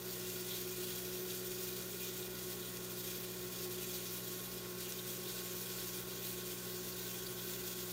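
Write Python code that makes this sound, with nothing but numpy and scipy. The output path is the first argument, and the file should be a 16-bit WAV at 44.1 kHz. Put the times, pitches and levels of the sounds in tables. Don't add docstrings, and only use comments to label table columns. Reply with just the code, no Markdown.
import sys
import numpy as np
from scipy import signal
from scipy.fft import rfft, irfft, next_fast_len
from scipy.io import wavfile

SR = 44100
rng = np.random.default_rng(int(sys.argv[2]) if len(sys.argv) > 2 else 0)


def to_wav(sig):
    pcm = np.clip(np.atleast_2d(sig), -1, 1) * 32767
    pcm = np.round(pcm).astype(np.int16)
    wavfile.write(sys.argv[1], SR, pcm.T)


N = 349272
TIME = np.arange(N) / SR
CONTROL_STEP = 40

# (time [s], pitch [Hz], level [dB rms])
DRAIN_NOTE = [(0, 1455, -66), (4.4, 1473, -72), (4.8, 1512, -66.5), (7.92, 1530, -64)]
# (time [s], noise level at onset, before basin lift [dB rms])
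WET_TICKS = [(1.518, -44), (2.77, -43), (4.9222, -38), (7.7164, -46)]
# (start [s], fading time [s], centre [Hz], noise level before envelope and basin lift [dB rms])
BRUSH_SWISHES = [(.485, 0.1, 3570, -48), (1.297, 0.017, 3700, -47.5), (2.05, .07, 3580, -52),
                 (2.218, .025, 3800, -49), (2.59, 0.12, 3500, -53), (3.137, .03, 4400, -51),
                 (4.83, 0.064, 3000, -51), (4.98, .025, 3660, -48), (5.23, .14, 3700, -52),
                 (6.35, .09, 3580, -54), (6.915, .025, 4600, -49), (7.261, .016, 4500, -44),
                 (7.37, .04, 3500, -49)]
SWISH_RISE_SHARE = 0.34

# (frequency [Hz], density [dB per Hz])
AIR_SPECTRUM = [(20, -32), (35, -37), (55, -7), (98, -15.5), (135, -5.5), (168, -12), (230, -3.5),
                (305, -5), (375, 3.5), (470, -2), (540, -10.5), (630, -9), (800, -12.5), (2500, -17)]
# (frequency [Hz], width [Hz], relative peak gain [dB])
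DUCT_RESONANCES = [(134.2, 7.2, 0.5), (228.7, 11, -4.5), (375, 26, 0), (389.4, 15, 1), (625, 19, -5),
                   (1000, 14, -8.5), (1091, 19, -14.5), (1420, 76, -6.5), (1855, 32, -8.5),
                   (2005, 9.3, -3.5)]
# (frequency [Hz], width [Hz], lift [dB])
ROOM_MODES = [(312, 3.9, -10), (318, 10, 3), (443, 7.4, -12), (456, 19, 2.5), (494, 11, -5.5),
              (542, 15, -6), (728, 18, -4), (750, 15, -6), (800, 12, 2), (822, 30, 2.5), (1142, 43, -5)]

# (time [s], blade-passing rate [Hz])
FAN_SPEED = [(.8, 182.3), (1.6, 183.2), (2.2, 182.7), (2.8, 181.7), (4.6, 181.5), (7.92, 181.8)]
# (multiple of blade rate, level before waver [dB rms], waver [dB])
BLADE_TONES = [(1, -55, 0.3), (3, -66, 1.5)]
# (time [s], level before flutter [dB rms])
SECOND_HARMONIC = [(0, -52), (1.0, -49.5), (2.2, -51), (3.1, -53), (3.8, -51), (4.25, -57.5), (4.7, -52),
                   (6.2, -54.5), (7.1, -50.5), (7.92, -53.5)]
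# (time [s], level before waver [dB rms])
SIXTH_HARMONIC = [(0, -68.5), (2.2, -68), (5.5, -63.5), (7.92, -65)]
# (multiple of mains rate, level [dB rms])
MOTOR_HUM = [(1, -66.5), (2, -58)]
MAINS_HZ = 60
INFLOW_HZ, INFLOW_DB = 7.8, 1.25
EDDY_DB, EDDY_WIDTH_HZ = -11, 10.8

# (time [s], level before swings and basin lift [dB rms])
STREAM_LEVEL = [(0, -48), (0.45, -45.5), (1.0, -46), (2.2, -46.5), (2.8, -48.5), (4.15, -45.5),
                (4.6, -48.0), (5.0, -47), (5.9, -46), (7.2, -46.5), (7.92, -46.5)]
# (frequency [Hz], density [dB per Hz])
HISS_SPECTRUM = [(900, -17), (1800, -7.5), (2500, -6.5), (3050, -5.5), (3350, -1.5), (4900, -2.5),
                 (6600, -3.5), (8100, -5.5), (9600, -4), (10300, -9), (11200, -4.5), (13200, -4.5),
                 (15000, 2.5), (16000, -6)]
# (frequency [Hz], width [Hz], lift [dB])
BASIN_MODES = [(2290, 70, -3.5), (2437, 58, 8), (2764, 30, 4.5), (3344, 60, 3), (4210, 140, -3.5),
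               (4500, 100, 2), (4960, 140, -13), (6660, 240, 3.5), (7370, 72, 1.5), (10620, 97, 7),
               (12800, 190, 6), (13820, 210, 6.5)]
SURGES_PER_S, SURGE_JITTER_S, SURGE_RISE_S, SURGE_EBB_S, SURGE_DB = 2.6, 0.088, 0.035, 0.14, 0.74
SHIVER_HZ, SHIVER_DB = 12, 0.86

CUTOFF_HZ = 15750


def from_db(db):
    return 10 ** (np.asarray(db) / 20)


def rms_one(x):
    return x / np.sqrt(np.mean(x ** 2) + 1e-20)


def in_time(rows):
    time_s, *columns = np.transpose(rows)
    return [np.interp(TIME, time_s, column) for column in columns]


def drift(corner_hz):
    r = np.exp(-2 * np.pi * corner_hz * CONTROL_STEP / SR)
    noise = rng.standard_normal(N // CONTROL_STEP + 2002)
    slow = signal.lfilter([1], [1, -2 * r, r * r], noise)[2000:]
    return np.interp(np.arange(N) / CONTROL_STEP, np.arange(len(slow)), rms_one(slow))


def wobble(centre_hz, width_hz):
    phase = 2 * np.pi * np.cumsum(centre_hz * np.ones(N)) / SR
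    return drift(width_hz) * np.cos(phase) + drift(width_hz) * np.sin(phase)


def colour(x, spectrum):
    hz, db = np.transpose(spectrum)
    size = next_fast_len(N)
    bins_hz = np.maximum(np.fft.rfftfreq(size, 1 / SR), 1)
    gain = from_db(np.interp(np.log(bins_hz), np.log(hz), db))
    return irfft(rfft(x, size) * gain, size)[:N]


def resonate(x, hz, width_hz):
    r = np.exp(-np.pi * width_hz / SR)
    zeros = np.array([1, 0, -1]) * (1 - r * r) / 2
    poles = [1, -2 * r * np.cos(2 * np.pi * hz / SR), r * r]
    return signal.lfilter(zeros, poles, x + 1e-18)


def lift(x, modes):
    for hz, width_hz, lift_db in modes:
        x = x + (from_db(lift_db) - 1) * resonate(x, hz, width_hz)
    return x


def bathroom(x, t60_s, wet_db):
    t = TIME[:SR // 2]
    tail = rng.standard_normal(len(t)) * from_db(-60 * t / t60_s) * (t > .003)
    tail = tail / np.linalg.norm(tail)
    return x + from_db(wet_db) * signal.fftconvolve(x, tail)[:N]


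def drain(width_hz):
    pitch_hz, level_db = in_time(DRAIN_NOTE)
    return from_db(level_db) * wobble(pitch_hz, width_hz)


def drops(hz, width_hz, decay_s):
    bursts = np.zeros(N)
    for start_s, level_db in WET_TICKS:
        bursts += from_db(level_db) * (TIME > start_s) * np.exp(-np.abs(TIME - start_s) / decay_s)
    return bursts * rms_one(resonate(rng.standard_normal(N), hz, width_hz))


def swishes(width_hz):
    out = np.zeros(N)
    for start_s, fade_s, hz, level_db in BRUSH_SWISHES:
        noise = resonate(rng.standard_normal(N), hz, width_hz)
        noise = rms_one(resonate(noise, hz, width_hz))
        age = np.maximum(TIME - start_s, 0) / fade_s
        envelope = np.minimum(age / SWISH_RISE_SHARE, 1) * np.exp(-age ** 2)
        out += from_db(level_db) * envelope * noise
    return out


def fan_air(level_db, top_hz):
    rush = colour(rng.standard_normal(N), AIR_SPECTRUM)
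    rush = signal.sosfilt(signal.butter(2, top_hz, fs=SR, output="sos"), rush)
    duct = np.zeros(N)
    for hz, width_hz, gain_db in DUCT_RESONANCES:
        duct += from_db(gain_db) * resonate(rng.standard_normal(N), hz, width_hz)
    return from_db(level_db) * rms_one(rush + duct)


def fan_tones(whine_waver_db):
    blade_hz, = in_time(FAN_SPEED)
    second_db, = in_time(SECOND_HARMONIC)
    whine_db, = in_time(SIXTH_HARMONIC)
    blade_phase = 2 * np.pi * np.cumsum(blade_hz) / SR
    partials = BLADE_TONES + [(2, second_db, INFLOW_DB), (6, whine_db, whine_waver_db)]
    tones = np.zeros(N)
    for multiple, level_db, waver_db in partials:
        gain = from_db(level_db + waver_db * drift(INFLOW_HZ))
        tones += gain * np.sin(round(multiple) * blade_phase + rng.uniform(0, 2 * np.pi))
    for multiple, level_db in MOTOR_HUM:
        cycles = round(multiple) * MAINS_HZ * TIME + rng.random()
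        tones += from_db(level_db) * np.sin(2 * np.pi * cycles)
    eddies = from_db(second_db + EDDY_DB) * wobble(2 * blade_hz, EDDY_WIDTH_HZ)
    return np.sqrt(2) * tones + eddies


def spatter(per_s, spread_db):
    born = rng.random(N) < per_s / SR
    sizes = from_db(spread_db * np.minimum(rng.exponential(1, N), 4.5)) * rng.choice([-1, 1], N)
    pitches_hz = np.geomspace(2400, 15000, 16)
    dealt = rng.integers(0, len(pitches_hz), N)
    grains = np.zeros(N)
    for k, hz in enumerate(pitches_hz):
        grains += resonate(born * sizes * (dealt == k), hz, hz / 3)
    return rms_one(grains)


def shimmer(x, patchy_db, corner_hz):
    size = next_fast_len(N)
    spectrum, bins_hz = rfft(x, size), np.fft.rfftfreq(size, 1 / SR)
    centres_hz = np.geomspace(2000, 15000, 14)
    out = np.zeros(N)
    for band in np.eye(len(centres_hz)):
        part = irfft(spectrum * np.interp(bins_hz, centres_hz, band), size)[:N]
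        out += part * from_db(patchy_db * drift(corner_hz))
    return out


def surges():
    starts_s = np.arange(-2, 30) / SURGES_PER_S + rng.uniform(0, 1 / SURGES_PER_S)
    starts_s = starts_s + SURGE_JITTER_S * rng.standard_normal(len(starts_s))
    coarse_s = TIME[::CONTROL_STEP]
    ages_s = np.maximum(coarse_s - starts_s[:, None], 0)
    flow = np.sum((1 - np.exp(-ages_s / SURGE_RISE_S)) * np.exp(-ages_s / SURGE_EBB_S), axis=0)
    return np.interp(TIME, coarse_s, rms_one(flow - flow.mean()))


def stream(spatter_db, flutter_db):
    level_db, = in_time(STREAM_LEVEL)
    swing_db = SURGE_DB * surges() + SHIVER_DB * drift(SHIVER_HZ)
    grains = rms_one(bathroom(spatter(per_s=7000, spread_db=2.5), t60_s=0.16, wet_db=-2.5))
    water = rng.standard_normal(N) + from_db(spatter_db) * grains
    water = water * from_db(flutter_db * drift(40))
    water = shimmer(water, patchy_db=1.02, corner_hz=7.2)
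    return from_db(level_db + swing_db) * rms_one(colour(water, HISS_SPECTRUM))


def scene():
    tones = fan_tones(whine_waver_db=0.7)
    air = lift(fan_air(level_db=-52.5, top_hz=2780), ROOM_MODES)
    water = stream(spatter_db=0.5, flutter_db=0.85)
    at_basin = water + swishes(width_hz=1350) + drops(hz=5200, width_hz=4100, decay_s=0.0039)
    mono = tones + air + lift(at_basin, BASIN_MODES) + drain(width_hz=43)
    return np.tile(mono, (2, 1))


def record(dry):
    return signal.sosfilt(signal.ellip(14, .1, 80, CUTOFF_HZ, fs=SR, output="sos"), dry)


dry = scene()
out = record(dry)
to_wav(out)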